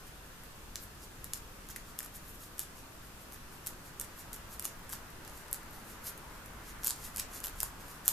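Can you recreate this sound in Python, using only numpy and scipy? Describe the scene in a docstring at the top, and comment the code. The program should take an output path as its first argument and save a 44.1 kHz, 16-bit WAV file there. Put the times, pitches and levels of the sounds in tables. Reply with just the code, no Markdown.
"""Scissors nibble along a thin foam sheet over a cloth-covered table, close under a camera.
Each stroke is friction noise: dense random slips, weighted by blade pressure, ring the colours of the foam.
Torn cells add sub-millisecond bursts, and the flexing sheet knocks dully; early echoes and a short
diffuse tail answer from table and walls. Behind lie filtered noises: quiet room rumble, slowly
swelling far traffic, a heavy vehicle and the hiss of two microphones."""
import sys
import numpy as np
from scipy import signal
from scipy.fft import rfft, irfft
from scipy.io import wavfile
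from scipy.ndimage import uniform_filter1d, minimum_filter1d

SR = 44100
rng = np.random.default_rng(int(sys.argv[2]) if len(sys.argv) > 2 else 0)


def wav_record(signal):
    """Record a signal, one row per channel, as 16-bit PCM in the file named by sys.argv[1]."""
    frames = np.transpose(np.atleast_2d(signal))
    bounded = np.clip(frames, -1, 1)
    # unit amplitude maps onto the largest positive 16-bit level
    quanta = np.round(bounded * 32767).astype(np.int16)
    wavfile.write(sys.argv[1], SR, quanta)


def level_to_linear(level):
    """Convert decibel levels to linear amplitude factors, elementwise."""
    exponent = np.asarray(level, float) / 20
    return 10 ** exponent


N = 358091

# spectra of tearing foam, from the finest cells to the coarsest: (frequency [Hz], relative level [dB])
FIZZ = [(7000, -40.5), (10500, -6), (12300, -0.5), (14000, -4), (15000, -26.5), (16500, -20.5)]
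CRISP = [(5000, -24.5), (7500, -2), (9300, -1), (11000, -2), (14000, -15)]
CRUNCH = [(2000, -15.5), (3000, -8.5), (3600, -7.5), (4900, -4), (7000, -1.5), (10000, -19)]
# the blades bite, pressure coming quickly and letting go slowly:
# (time of full pressure [s], fizz level [dB], crunch over fizz [dB], length [s])
BITES = [(0.075, -61, -2, .041), (0.445, -67, -5.5, .069), (0.766, -65, 11, 0.02), (1.252, -63, -1, .037),
         (1.347, -52.5, -2, .043), (1.707, -55.5, 1, 0.031), (1.768, -59, -1, .029), (1.998, -60, -4, .056),
         (2.04, -59, -1, 0.038), (2.605, -49.5, -2.5, 0.046), (3.044, -63, -10, .057),
         (3.334, -59, -3, 0.044), (3.538, -60.5, -3, 0.057), (3.674, -53, -4, 0.049), (4.015, -56, 1, 0.05),
         (4.341, -54, -3.5, 0.04), (4.653, -49, -2, 0.048), (4.905, -58, -5, .027), (4.93, -48, -1.5, .035),
         (5.27, -68, -1, 0.064), (5.539, -55, -3, 0.036), (5.75, -59.5, -3, 0.078), (6.461, -67, -2, 0.034),
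         (6.868, -43, -0.5, 0.062), (7.45, -53, -1, 0.038), (7.605, -60, -7, 0.026),
         (8.06, -51, -2.5, .023), (8.089, -43.5, 0.5, .035)]


def evened(x):
    """Normalisation of signal power: scales to rms 1."""
    return x / np.sqrt(np.mean(x ** 2) + 1e-20)


def read(points, hz):
    """Linear interpolation of a spectrum on a logarithmic frequency axis."""
    f, value = np.transpose(points)
    return np.interp(np.log(hz + 1), np.log(f + 1), value)


def wash(spectrum, patchy_db, apart=1.):
    """Spectral shaping of Gaussian noise with drifting patches; coherence between microphones is high in the bass."""
    # likeness of left and right: (frequency [Hz], correlation [-1 to 1])
    likeness = [(60, 0.97), (150, 0.91), (380, 0.66), (950, 0.39), (2380, -0.019), (5980, -0.051),
                (15000, 0.069)]
    frames, hz = N // 512 + 5, np.fft.rfftfreq(2048, 1 / SR)
    a, b, c, d, patches = rng.standard_normal((frames, 1025, 5)).T
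    patches = uniform_filter1d(patches, size=20, axis=0)  # across frequency
    patches = evened(uniform_filter1d(patches, size=10, axis=1))  # across time
    same = np.clip(1 - apart * (1 - read(likeness, hz)), -1, 1)[:, None]
    left = a + 1j * b
    right = same * left + np.sqrt(1 - same ** 2) * (c + 1j * d)
    z = np.array([left, right]) * level_to_linear(read(spectrum, hz)[:, None] + patchy_db * patches)
    return evened(signal.istft(z, nperseg=2048, noverlap=1536)[1][:, :N])


def room_tone():
    """Stationary coloured noise: the room's rumble and the microphones' hiss."""
    # (frequency [Hz], relative density [dB per Hz])
    tone = [(12, -36), (20, 0), (48, -5.5), (99, -8), (232, -12.5), (430, -16.5), (700, -19.5),
            (1250, -17.5), (1600, -18.5), (2200, -24.5), (2700, -22.5), (3000, -25), (4100, -27),
            (6660, -27.5), (9300, -29), (13400, -28.5), (16500, -25.5)]
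    return level_to_linear(-50.5) * wash(tone, patchy_db=0.8)


def far_traffic():
    """Amplitude-modulated noise: distant traffic swells slowly."""
    # (frequency [Hz], relative density [dB per Hz])
    roar = [(60, -24), (150, -6), (300, -7), (550, -6.5), (750, -5), (1000, -1.5), (1400, -2), (1900, -6),
            (2500, -12.5), (6000, -28)]
    # (time [s], level [dB])
    swell = [(0, -72), (2.2, -69.5), (4.3, -58.5), (5.7, -55.5), (8.2, -55.5)]
    return level_to_linear(np.interp(np.arange(N) / SR, *np.transpose(swell))) * wash(roar, patchy_db=1.5, apart=0.65)


def vehicle_rumble():
    """Amplitude-modulated low-frequency noise: a heavy vehicle's rumble comes and goes."""
    # (frequency [Hz], relative density [dB per Hz])
    low_roar = [(15, -24), (30, 5), (70, -9), (130, -17.5), (400, -40)]
    # (time [s], level [dB])
    swell = [(0, -59), (1, -60), (2, -77), (6, -72), (6.8, -59), (7.4, -55.5), (8.2, -74)]
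    return level_to_linear(np.interp(np.arange(N) / SR, *np.transpose(swell))) * wash(low_roar, patchy_db=4.0)


def background():
    """Superposition of the ambient noises, a little stronger on the left."""
    return (room_tone() + far_traffic() + vehicle_rumble()) * level_to_linear([[1.3], [.8]])  # left, right [dB]


def scatter(count, rise, fall, size=18):
    """Spectral whitening: short random bursts keep only fine ripple, on an even broad colour."""
    n = np.arange(512)
    z = rfft(rng.standard_normal((count, 512)) * (n + 1.) ** rise * np.exp(-n / fall))
    z /= np.sqrt(uniform_filter1d(abs(z) ** 2, size=size, axis=1))
    return np.roll(irfft(z), 64, axis=1)  # 64 samples of lead-in


def room(x):
    """Reverberation: smeared early echoes from table, wall and ceiling, then a diffuse, decaying tail."""
    # near surfaces: (delay [s], left level [dB], right level [dB])
    echoes = [(.0017, -13.5, -7.5), (.0035, -13, -25), (.0078, -24, -20), (.0083, -23, -8.5),
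              (0.011, -43, -26), (0.0163, -23, -40), (.0204, -38, -23)]
    # (frequency [Hz], reverberation time for 60 dB of decay [s])
    decay_times = [(1000, 0.37), (4000, 0.3), (8000, 0.22), (13000, 0.14)]
    tail_db = -7.5  # diffuse tail
    length, wet = SR // 2, 0
    for turn in range(3):
        hz, t, z = signal.stft(rng.standard_normal((2, length)), SR, nperseg=128)
        z = z * level_to_linear(-60 * t / read(decay_times, hz)[:, None])
        tail = signal.istft(z, SR, nperseg=128)[1][:, :length]
        tail *= np.clip(np.arange(length) / SR / 0.018, .2, 1)  # reflections thicken over the first moments
        tail *= level_to_linear(tail_db) / np.linalg.norm(tail[0])
        smears = scatter(count=len(echoes), rise=0, fall=6.1)  # rough surfaces
        for (delay, left_db, right_db), smear in zip(echoes, smears):
            tail[:, round(delay * SR) - 64:][:, :512] += np.outer(level_to_linear([left_db, right_db]), smear)
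        # three random responses take turns at constant total power, so no single tail colours every snap
        share = np.sqrt(2 / 3) * np.cos(np.pi * (np.arange(N) / SR * 3 + turn / 3))
        wet = wet + signal.fftconvolve(x * share, tail, axes=1)[:, :N]
    return x + wet


def leaned(x):
    """Frequency-dependent level difference: the hands sit where the left microphone catches more treble."""
    # (frequency [Hz], left minus right [dB])
    lean = [(1000, 0.5), (5000, -0.5), (9000, 0), (13000, 3.5)]
    lean_db = read(lean, np.fft.rfftfreq(N, 1 / SR))
    return irfft(rfft(x) * level_to_linear(lean_db * np.array([[.5], [-.5]])), N)


def causal(gain):
    """Minimum phase by the folded cepstrum: shortest causal response with the given spectra (last axis)."""
    cepstrum = irfft(np.log(gain + 1e-5 * gain.max(-1, keepdims=True)))
    half = cepstrum.shape[-1] // 2
    cepstrum[..., 1:half] *= 2
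    cepstrum[..., half + 1:] = 0
    return irfft(np.exp(rfft(cepstrum)))


def peaked(gain):
    """Peak normalisation: scales spectra so that their minimum-phase clicks peak at 1."""
    return gain / abs(causal(gain)).max(-1, keepdims=True)


def flexing(centre_hz):
    """Damped resonance: the colour of the sheet flexing once."""
    hz = np.fft.rfftfreq(512, 1 / SR)
    return peaked(1 / (1 + ((hz - centre_hz) / 720.0) ** 2) ** 2)


def burst(times, spectra):
    """Impulsive excitation of a filter: brief jolts of each spectrum, partly unlike in the two microphones."""
    unlike = 0.33  # gain of the part that has opposite sign in the two microphones
    both, apart = scatter(count=2 * len(times), rise=.5, fall=11., size=32).reshape(-1, 2, 512).transpose(1, 0, 2)
    jolts = both + unlike * np.array([apart, -apart])
    jolts = jolts * level_to_linear(3.5)  # spread over time, so lifted to keep the peak
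    sounds = signal.fftconvolve(causal(spectra)[None], jolts, axes=2)
    loudest = uniform_filter1d(sounds.sum(0) ** 2, size=14, axis=1).argmax(1)
    starts = np.round(times * SR).astype(int) - loudest
    out = np.zeros((2, N + 1024))
    for k, start in enumerate(starts):
        out[:, start:start + sounds.shape[2]] += sounds[:, k]
    return out[:, :N]


def knocks():
    """Impulse response of a bending plate: the sheet bucks with a dull knock."""
    # (time [s], level [dB], centre frequency [Hz])
    bucks = [(0.7574, -44.5, 2200), (1.699, -40, 1760), (1.7625, -37, 1900), (2.0055, -41, 1720),
             (4.6537, -47, 1110), (4.9294, -40.5, 1500), (4.9359, -41, 1110), (7.183, -42, 2620),
             (7.199, -42, 2720), (7.446, -37, 2870), (7.6312, -33, 1050), (8.0803, -38.5, 1050)]
    s, db, hz = np.transpose(bucks)[:, :, None]
    return burst(s[:, 0], level_to_linear(db) * flexing(hz))


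def all_strokes():
    """Asymmetric pressure pulses: bites and slides as rows of time, level, crunch, rise and fall."""
    # blades or a finger slide along the foam, pressure building, then dropping:
    # (time of full pressure [s], fizz level [dB], crunch over fizz [dB], length [s])
    slides = [(0.263, -67, -4, .041), (0.834, -51.5, -12, .047), (1.037, -58, 0, .046),
              (1.892, -61.5, -1, .052), (2.161, -48.5, -7, 0.032), (2.29, -54.5, -11, 0.072),
              (2.354, -60, -7, .023), (2.435, -55.5, -3.5, 0.076), (2.786, -60.5, -3, .051),
              (3.226, -61.5, -6, 0.054), (3.872, -59.5, -1.5, .052), (4.201, -53.5, -3.5, 0.053),
              (4.535, -52.5, -3, 0.054), (5.381, -60, -3.5, 0.12), (5.905, -57, -3, .085),
              (6.078, -41, -7, 0.048), (6.353, -65, -1, .058), (6.69, -57, -0.5, .07),
              (7.054, -50, -1.5, 0.077), (7.196, -48, 2.5, 0.054), (7.363, -49.5, -1.5, 0.067),
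              (7.632, -51.5, -0.5, 0.095), (7.813, -62.5, 1, .031), (7.912, -57.5, -4, 0.13)]
    bite_rise, slide_rise = 0.33, .57  # share of the length spent rising
    rows = [(s, db, crunch_db, share * length, (1 - share) * length)
            for table, share in ((BITES, bite_rise), (slides, slide_rise))
            for s, db, crunch_db, length in table]
    return np.array(rows)


def small_tears(count):
    """Random fracture: a few tears scatter around the middle of every bite, coloured like it."""
    tear_db, spread_db = 11.5, 3.5  # mean over the bite's fizz level, standard deviation
    s, db, crunch_db, rise, fall = all_strokes()[:len(BITES)].T[:, :, None]
    late, size, crisp, crunch = rng.standard_normal((len(s), count, 4)).transpose(2, 0, 1)
    late = np.tanh(late)
    when = np.clip(s + late * np.where(late < 0, rise, fall), .02, N / SR)
    level_db = db + tear_db + spread_db * size - 4.0 * abs(late)
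    tear_crisp_db = 4.0 * crisp - 1.5
    tear_crunch_db = crunch_db + 4.0 * crunch - 4.5
    return np.stack([when, level_db, tear_crisp_db, tear_crunch_db], -1).reshape(-1, 4)


def snaps():
    """Brittle fracture: a cell wall tears in under a millisecond, a burst coloured by the cells that give way."""
    # the clearest clicks, tears at the blade and a few of their early echoes:
    # (time [s], fizz level [dB], crisp over fizz [dB], crunch over fizz [dB])
    clear_clicks = [(0.4357, -44, -5, -5), (0.7574, -32, -3, 10), (1.244, -30, -1, -7),
                    (1.3351, -32.5, 11.5, 10), (1.3368, -32, -9, -13.5), (1.6699, -50, 0, -3),
                    (1.6885, -38, -4, -1), (1.702, -41, -1, 0), (1.7077, -39, -4, 1),
                    (1.7621, -30, -1.5, -4), (1.7661, -39, -1, 3), (1.9898, -23, -4, -4.5),
                    (1.9973, -41, 0, 1), (2.0053, -36, 2.5, 1), (2.03, -36.5, 3.5, -9),
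                    (2.0474, -34, -9, -21.5), (2.0615, -37, -3, -3), (2.582, -38, 0, -2),
                    (2.5937, -21.5, -0.5, -4), (3.3232, -39, -8, -1), (3.3324, -39, -8, -12),
                    (3.664, -36, 5, 4), (3.6704, -23.5, -2, -8), (3.6752, -34.5, 5, 3),
                    (3.9984, -28, 5, -5.5), (4.0125, -27, 0.5, -5.5), (4.0164, -36, 1, -11),
                    (4.0455, -41, -1, -13), (4.3312, -31.5, 0, -3), (4.3436, -37.5, 4, -2),
                    (4.3625, -36, -6, -7), (4.5963, -26, -0.5, -5), (4.625, -32, -4, -4),
                    (4.6443, -32, -5, -5), (4.6472, -30, 1, -5), (4.6537, -23.5, 1, -1),
                    (4.7935, -47, -6, -9), (4.8461, -49, -6, -6), (4.8939, -39, 5, -9),
                    (4.8989, -39, -1, -12), (4.9149, -45, -1, -11), (4.9288, -40, 2, -3),
                    (4.9353, -30.5, -1, -6), (5.1044, -44, -4, -11), (5.25, -44.5, -7, 4),
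                    (5.278, -42, 2, 4), (5.2973, -47, 2, 2), (5.3748, -46, -6, -8), (5.4826, -47, 3, 1),
                    (5.514, -33, -9, -16), (5.5295, -19, -1.5, -11.5), (5.5445, -29, -5, -4),
                    (5.6321, -47, -4, -6), (5.71, -44, -7, -18), (5.7314, -44, -7, -10),
                    (6.1781, -36.5, -5, -19), (6.4602, -45, 5, -7), (6.8345, -35, -2, 4),
                    (6.8392, -37, -2, -5), (6.8457, -19.5, -7, -11), (6.8483, -25, -12, -7),
                    (6.8553, -29, -5, -7), (6.8642, -25.5, 2, -0.5), (6.8716, -17.5, 0, -12),
                    (6.88, -26, 2, 1), (6.893, -26, -4, -6), (6.9, -30, 4.5, 1), (6.9074, -27, 6, 5.5),
                    (6.916, -46, -3, 6), (7.1009, -49, -7, -8), (7.1476, -41, -3, -7), (7.162, -27, 0, -4),
                    (7.1714, -29, 4, -6), (7.182, -33, 4, 2), (7.196, -28.5, 3, 2.5), (7.198, -25, 0, 2.5),
                    (7.1999, -31, -1, 1), (7.4032, -36, 3.5, -3), (7.4368, -38, -4, -1),
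                    (7.441, -27.5, -1, 1), (7.446, -27, -8.5, -9.5), (7.4512, -30, -9, -6),
                    (7.459, -27, -3, -8), (7.47, -29.5, -6, -1), (7.4826, -33, -8, 0),
                    (7.4966, -40, -1, -8), (7.604, -23.5, 1.5, -0.5), (7.6123, -42, -2, 0),
                    (7.6315, -18, -2, -10), (8.0527, -42, 8, -2), (8.0582, -29, -4, -14),
                    (8.0803, -9.5, -0.5, -8.5), (8.0885, -31, -2, 2), (8.0995, -35, 0, -6)]
    s, db, crisp_db, crunch_db = np.vstack([clear_clicks, small_tears(count=3)]).T[:, :, None]
    thud_db = -51.5 + 0.27 * (db + 32.5)  # every tear flexes the sheet a little
    hz = np.fft.rfftfreq(512, 1 / SR)
    shapes = [peaked(level_to_linear(read(c, hz))) for c in (FIZZ, CRISP, CRUNCH)] + [flexing(1700)]
    levels = (db, db + crisp_db, db + crunch_db, thud_db)
    power = sum((level_to_linear(d) * g) ** 2 for g, d in zip(shapes, levels))
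    return burst(s[:, 0], np.sqrt(power))


def strokes():
    """Stick-slip friction: dense tiny slips follow the pressure of each stroke; hard strokes also crackle."""
    bite_edge, slide_edge = 1.17, 1.47  # power of the pressure curve: slides have rounder tops
    t, hz, pressure = np.arange(N) / SR, np.fft.rfftfreq(512, 1 / SR), np.zeros((3, N))
    for s, db, crunch_db, rise, fall in all_strokes():
        crisp_db = -0.8 + 0.6 * crunch_db  # coarser strokes are also crisper
        near = slice(max(round((s - 6 * rise) * SR), 0), round((s + 6 * fall) * SR))
        late = t[near] - s
        edge = bite_edge if rise < fall else slide_edge
        stroke_db = db - 8.55 * abs(late / np.where(late < 0, rise, fall)) ** edge
        pressure[:, near] += level_to_linear(stroke_db + np.array([[0], [crisp_db], [crunch_db]]))
    slip_db = 4.2 * np.minimum(rng.exponential(1, N), 6)  # a few slips stand out
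    slips = rng.standard_normal((3, N)) * level_to_linear(slip_db)
    crackle = rng.standard_normal((3, N)) * (rng.random(N) < 350 / SR)  # about 350 a second
    hard = np.clip(pressure[0] / level_to_linear(-46), 0, 1)
    slips = evened(slips) + 0.25 * hard * evened(crackle)
    cells = causal(level_to_linear([read(c, hz) for c in (FIZZ, CRISP, CRUNCH)]))
    cells /= np.linalg.norm(cells, axis=1, keepdims=True)
    return (pressure * signal.oaconvolve(slips, cells, axes=1)[:, :N]).sum(0)


def scene():
    """Linear superposition: cutting in the room over the background."""
    return room(leaned(snaps() + knocks() + strokes())) + background()


def top_cut(x):
    """Nothing passes above the cut-off."""
    return signal.sosfilt(signal.butter(12, 16480, fs=SR, output="sos"), x)


def record(dry):
    """Transient-gated band limiting: the highest treble passes only around sudden clicks."""
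    edge_hz, rolloff_hz, top_hz = 14330, 14700, 16350
    low = signal.oaconvolve(dry, signal.firwin(1023, edge_hz, window=("kaiser", 10), fs=SR)[None], "same")
    # a click is sudden when its treble power stands 10 dB over the mean of the preceding 34 ms
    treble = np.diff(dry.mean(0), 2, prepend=[0, 0]) ** 2
    usual = uniform_filter1d(treble, size=1500, origin=749)
    sudden = uniform_filter1d(treble, size=32) > 10 * usual
    widened = 1 - minimum_filter1d(1. - sudden, size=240)
    gate = uniform_filter1d(widened, size=128)
    rolloff = signal.butter(8, rolloff_hz, fs=SR, output="sos")
    top = signal.sosfilt(rolloff, dry - low)
    top = signal.oaconvolve(top, signal.firwin(255, top_hz, fs=SR)[None], "same")
    return top_cut(low + gate * top)


dry = scene()
out = record(dry)
wav_record(out)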